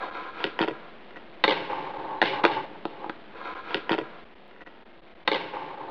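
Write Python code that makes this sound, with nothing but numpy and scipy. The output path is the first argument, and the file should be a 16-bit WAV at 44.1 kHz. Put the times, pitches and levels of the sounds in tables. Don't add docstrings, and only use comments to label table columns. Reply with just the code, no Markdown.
import sys
import numpy as np
from scipy import signal
from scipy.fft import rfft, irfft
from scipy.io import wavfile
from scipy.ndimage import uniform_filter1d

SR = 44100
rng = np.random.default_rng(int(sys.argv[2]) if len(sys.argv) > 2 else 0)


def linear_from_db(decibels):
    return 10 ** (np.asarray(decibels, float) / 20)


def master(y):
    cut = np.clip(np.atleast_2d(y).T, -1, 1)
    pcm = np.round(cut * 32767)
    wavfile.write(sys.argv[1], SR, pcm.astype(np.int16))


N = 260410
T = np.arange(N) / SR

# [t/s, level/dB, skid level of the treble/dB]
RUN_UP_ROLL = [
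    [(0, -41, -6), (.022, -34, -13), (.06, -36, -10), (.1, -34.5, -15)],
    [(0.118, -46, -8), (0.146, -39, -7), (0.28, -44, -4), (0.288, -40, -12), (0.324, -51, -5),
     (0.412, -37, -5), (0.43, -40, -4)],
    [(0.475, -45, 2), (0.501, -50, 3), (0.575, -50, -7)],
    [(0.72, -50, -6), (0.878, -55, -8), (0.9, -62, 2)],
    [(3.35, -50, -11), (3.356, -46, -9), (3.43, -44, -9)],
]
# [t/s, level/dB, skid level of the treble/dB]
TILE_ROLL = [
    [(1.53, -33, 2), (1.674, -40, -3), (1.728, -31, -12), (1.884, -37, -9.5), (1.91, -30.5, -20),
     (1.928, -55, -0.5), (1.94, -37, -14), (2.182, -35, -21.5), (2.2, -42.5, -22)],
    [(2.25, -44.5, 14), (2.254, -33, 6.5), (2.396, -32.5, -10), (2.425, -32.5, -27.5)],
    [(2.485, -30, -6), (2.505, -30, -14), (2.519, -30.5, -2.5), (2.579, -30, -10.5), (2.695, -46.5, -11),
     (2.8, -54.5, -10)],
    [(2.885, -53.5, -2.5), (3.025, -42.5, -18.5), (3.043, -37.5, -18), (3.08, -45, -22.5)],
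]
# [f/Hz, width/Hz, level/dB]
RUN_UP_BODY = [(177.5, 14, -9.5), (340.6, 48, 8), (473, 98, 12), (810, 98, -2), (1006, 81, 0),
               (990, 210, -7), (1342, 130, 2), (1626, 49, -2.5), (2044, 390, -5.5), (2454, 560, 6.5),
               (3225, 780, 6), (3670, 170, -2)]
TILE_BODY = [(115, 64, -4.5), (150.6, 40, -9), (224.6, 56, -7.5), (300, 70, 0), (372.6, 72, -1),
             (513, 45, -1), (740.3, 98, -14.5), (863, 95, 3), (1025, 54, -4.5), (1080, 48, -9),
             (1593, 200, -1), (1856, 600, 1), (2320, 450, -2.5), (2897, 600, 2), (3620, 830, 0.5)]
# [level at cruise/dB, rise per dB below cruise/1, share of the skid level/1]
RUN_UP_LAW = [(-6, 0.34, 0.03), (-0.5, 0.26, 0.21)]
TILE_LAW = [(-0.5, .3, 0.22), (-4.5, 0.1, 0.55)]
BAND_EDGES_HZ = [650, 1300, 2200]
# [f/Hz, level/dB]
AIR_SPECTRUM = [(88, -39.5), (150, -6), (226, -1.5), (270, -6.5), (313, -1), (611, -7), (672, -2.5),
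                (781, -7.5), (2030, -15.5), (3900, -27), (5070, -108), (8580, -120)]
# [t/s, peak level near 1 kHz/dB, weight of the low modes/dB, hardness of the high modes/dB]
LEDGE_KNOCKS = [(.4034, -28, -9, -3), (.4408, -25, 5, 16), (.4517, -27, 6, 6), (.466, -35, 5, 8),
                (.5901, -18, -6, 1), (.6012, -24, -3, 2), (.6072, -21, 8, -4), (.6149, -24, -2, 8),
                (.6257, -20, 2, 2), (.6357, -24, -1, 3), (.6437, -38, 13, 16), (.6773, -25, 1, -1),
                (.6829, -22, 0, -3), (.6957, -34, 8, -2), (.7093, -33, 11, -3)]
FLICK_KNOCKS = [
    (1.1067, -46, -1, 2),
    (1.159, -41, -13, -2),
    (1.1648, -45, 4, 3),
    (1.1702, -38, -4, 0),
]
LANDING_KNOCKS = [(1.4388, -11, -11, 7), (1.4410, -10, -10, 6), (1.4449, -24, 3, 4), (1.4504, -23, -6, 7),
                  (1.4727, -30, -10, 3), (1.4784, -18, 4, 9), (1.4868, -18, -4, 2), (1.4946, -18, -4, 5),
                  (1.506, -25, 2, 13), (1.5099, -18, -4, 3), (1.522, -24, -4, 7), (1.7308, -23, -15, -20)]
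FAR_KNOCKS = [(2.2163, -13, -3, 4), (2.2248, -14, -3, 2), (2.2369, -19, -5, -2), (2.4359, -28, -15, 5),
              (2.4392, -9, -8, -4), (2.4504, -3.5, -7, -3), (2.4625, -16, -3, -4), (2.8531, -16, -4, -7),
              (3.0424, -26, -14, -22), (3.0624, -32, 1, -15), (3.0953, -24, -2, 0)]
# [f/Hz, level/dB, decay time t60/s]
LEDGE_MODES = [(143.5, -8, .1), (321.3, 0.5, 0.072), (397, -0.5, .08), (479.3, -2.5, .06),
               (558.3, -4, 0.04), (715, -3, 0.027), (923, 5, 0.019), (1074, -12, 0.011),
               (1420, -2.5, 0.027), (1723, -9, 0.031), (1910, -2, 0.03), (2204, -5, 0.015),
               (2590, 5.5, 0.0081), (3000, -4.5, 0.029), (3230, 2, 0.0074), (3640, -0.5, .01),
               (3610, -5.5, 0.02)]
LANDING_MODES = [(324, 4, 0.042), (426, -5.5, 0.12), (483, 1.5, .045), (548, 3, 0.07), (753, -13.5, 0.017),
                 (867, -2.5, 0.027), (1043, -5.5, 0.033), (1160, -11, 0.019), (1602, -5, 0.048),
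                 (1920, -2, 0.0062), (2058, 1.5, 0.026), (2300, -5, 0.016), (2850, -4.5, 0.0063),
                 (2950, -5, 0.016), (3414, -4.5, 0.017), (3763, 8.5, 0.0049)]
FAR_MODES = [(340.5, -1, 0.044), (459.4, -5, 0.058), (555.6, -10, 0.06), (766, -3, 0.025),
             (861, -3.5, .055), (985, -4, 0.033), (1238, -9.5, 0.047), (1425, -3.5, 0.022),
             (1585, -4.5, .03), (1940, 4, 0.0097), (2500, -5, 0.039), (2650, 5, 0.0037), (2810, -3, 0.039),
             (3380, -1, 0.011), (3770, 4, .008)]
# [f/Hz, level/dB]
PLAYBACK = [(0, 0), (2500, -1), (3500, -3.5), (4500, -13), (5500, -28.5), (6300, -42), (7100, -57.5),
            (8000, -52.5), (8900, -66.5), (10500, -58.5), (12000, -62.5), (13200, -85), (15500, -79.5),
            (17000, -96), (22050, -95)]
# [t/s where a piece starts, lag behind the first pass/s]
REPLAY = [(3.415, 3.3034), (4.346, 3.3367), (4.43, 3.374), (4.472, 3.4034), (4.565, 3.4482),
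          (4.647, 3.5036), (4.735, 3.5517), (4.80, 3.6029), (4.847, 3.6371), (4.925, 3.6781),
          (5.014, 3.7372), (5.093, 3.7704), (5.146, 3.8039), (5.225, 3.8278), (5.247, 3.8372)]
# [t/s, fade-out/s, fade-in/s]
CUTS = [(0.11, 0.019, 0.0047), (1.977, 0.0031, 0.0076), (3.344, 0.0023, 0.0034), (3.546, 0.0077, 0.0068),
        (4.248, 0.0096, 0.0054), (4.349, 0.0072, 0.0075), (4.644, 0.011, 0.023), (4.847, 0.019, 0.015),
        (5.012, 0.013, .014), (5.147, 0.0098, 0.0075), (5.246, 0.01, 0.0076)]

# (level/dB, share of the hardness/1)
LEDGE_MID, FLICK_MID, LANDING_MID, FAR_MID = (-0.5, 0.51), (6.5, .3), (-3, 0.48), (-1, 1.6)


def unit(x):
    return x / np.sqrt(np.mean(x ** 2))


def resonance(x, hz, width):
    return signal.lfilter(*signal.iirpeak(hz, hz / width, SR), x)


def spectral_gain(length, points, log):
    hz, db = np.transpose(points)
    f = np.arange(length // 2 + 1) * SR / length
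    if log:
        return linear_from_db(np.interp(np.log(f + 1), np.log(hz), db))
    return linear_from_db(np.interp(f, hz, db))


def band_of(hz):
    return [1, 0, 2, 3][np.searchsorted(BAND_EDGES_HZ, hz)]


def wheels(spans, body, law, lumps_db=2.3, lumps_per_s=60):
    cruise_db = -38.5
    burst_db = 1.5 * rng.exponential(size=(4, N))
    grit = rng.standard_normal((4, N)) * linear_from_db(burst_db)
    bands = np.zeros((4, N))
    for hz, width, db in body:
        band = band_of(hz)
        once = resonance(grit[band], hz, 1.6 * width)
        bands[band] += linear_from_db(db) * unit(resonance(once, hz, 1.6 * width))
    k = int(SR / lumps_per_s)
    bumps = np.repeat(rng.standard_normal((4, N // k + 1)), k, axis=1)
    lumps = uniform_filter1d(bumps, k // 2, axis=1)[:, :N]
    depth_db = lumps_db * np.array([[1], [.9], [.7], [.4]])
    bands *= linear_from_db(depth_db * (lumps + lumps[0]) / 2)
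    out = np.zeros(N)
    for span in spans:
        s, db, skid_db = np.transpose(span)
        fade_in = (T - s[0]) / .008 + 2
        fade_out = (s[-1] - T) / .002 + 7
        inside = np.clip(np.minimum(fade_in, fade_out), 0, 1)
        extras = [0 * db]
        for rest_db, rise, share in law:
            extras.append(rest_db + rise * (cruise_db - db) + share * skid_db)
        extras.append(skid_db)
        for band, extra in zip(bands, extras):
            out += inside * linear_from_db(np.interp(T, s, db + extra)) * unit(band)
    return out


def air():
    noise = rng.standard_normal(N)
    hiss = irfft(rfft(noise) * spectral_gain(N, AIR_SPECTRUM, True), N)
    return linear_from_db(-49) * unit(hiss)


def knocks(table, modes, mid, contact_s=.0005, scatter_db=1.0, detune=.01, chatter_s=.008):
    chatter_again, chatter_clean, settle_s = .3, .1, .03
    crack = 1.5
    size = 8192
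    out, t, last = np.zeros(N + size), np.arange(size) / SR, -1
    t_contact = t[:2048]
    for s, peak_db, weight_db, hard_db in table:
        chatter = chatter_again if s - last < settle_s else chatter_clean
        last = s
        chance = rng.standard_normal((2, len(modes)))
        rough = rng.standard_normal((2, 2048))
        contact = rough[0] * t_contact / contact_s * np.exp(1 - t_contact / contact_s)
        contact += chatter * rough[1] * np.exp(-t_contact / chatter_s)
        contact[round(contact_s * SR)] += crack * 4
        bands = np.zeros((4, size))
        for (hz, db, t60), a, b in zip(modes, *chance):
            t60 = min(t60, 45 / hz)
            decay = np.exp(-np.log(1000) * t / t60)
            ring = decay * np.sin(2 * np.pi * hz * (1 + detune * b) * t)
            bands[band_of(hz)] += linear_from_db(db + scatter_db * a) * np.sign(b) * ring
        bands = signal.fftconvolve(bands, contact[None])[:, :size]
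        band_db = np.array([0, weight_db, mid[0] + mid[1] * hard_db, hard_db])
        gains = linear_from_db(peak_db + band_db) / np.abs(bands).max(axis=1)
        start = int(s * SR)
        out[start:start + size] += gains @ bands
    return out[:N]


def room(x):
    t60_s, level_db = 0.2, -11.5
    t = T[:SR // 2]
    tail = rng.standard_normal(len(t)) * np.exp(-np.log(1000) * t / t60_s) * (t > .004)
    tail = tail / np.sqrt(np.sum(tail ** 2))
    return linear_from_db(level_db) * signal.fftconvolve(x, tail)[:N]


def scene():
    board = wheels(RUN_UP_ROLL, RUN_UP_BODY, RUN_UP_LAW)
    board = board + knocks(LEDGE_KNOCKS, LEDGE_MODES, LEDGE_MID)
    board = board + knocks(FLICK_KNOCKS, LEDGE_MODES, FLICK_MID)
    board = board + knocks(LANDING_KNOCKS, LANDING_MODES, LANDING_MID)
    board = board + wheels(TILE_ROLL, TILE_BODY, TILE_LAW)
    board = board + knocks(FAR_KNOCKS, FAR_MODES, FAR_MID)
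    return np.tile(board + room(board) + air(), (2, 1))


def camera(x):
    blocks = N // 441 + 1
    long, short = 441 * blocks, 80 * blocks
    f = np.arange(short // 2 + 1) * SR / long
    guard = np.clip((4000 - f) / 100, .75, 1)
    samples = irfft(rfft(x, long)[:len(f)] * guard, short) * short / long
    steps = (np.floor(np.clip(samples, -1, 1) * 128 - .22) + .22) / 128
    images = np.fft.fft(steps)[np.arange(long // 2 + 1) % short]
    images[short::short] = 0
    return irfft(images * spectral_gain(long, PLAYBACK, False), long)[:N] * long / short


def overload(x):
    return x + np.diff(.07 * x ** 2, prepend=0) - .02 * x ** 3


def editor(x):
    slowed_s, slowed_db = 4.246, -3.35
    splice_s, splice_db = 4.4797, -57
    out = x
    for s, lag in REPLAY:
        share = np.clip((T - s) / 0.009 + .5, 0, 1)
        out = (1 - share) * out + share * np.roll(x, round(lag * SR))
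    out = out * np.where(T > slowed_s, linear_from_db(slowed_db), 1)
    impulse = 1. * (np.arange(N + 1) == round(splice_s * SR))
    out = out + linear_from_db(splice_db) * np.diff(impulse)
    for s, fall, rise in CUTS:
        out = out * np.clip(np.maximum((s - T) / fall, (T - s) / rise), 0, 1)
    return out


def low_pass(x):
    return signal.sosfilt(signal.butter(12, 15800, fs=SR, output="sos"), x)


def record(dry):
    high_pass = signal.butter(3, 168.2, "high", fs=SR, output="sos")
    mic = signal.sosfilt(high_pass, dry[0])
    played = overload(camera(mic))
    mix = np.tile(editor(played), (2, 1))
    return low_pass(mix)


dry = scene()
out = record(dry)
master(out)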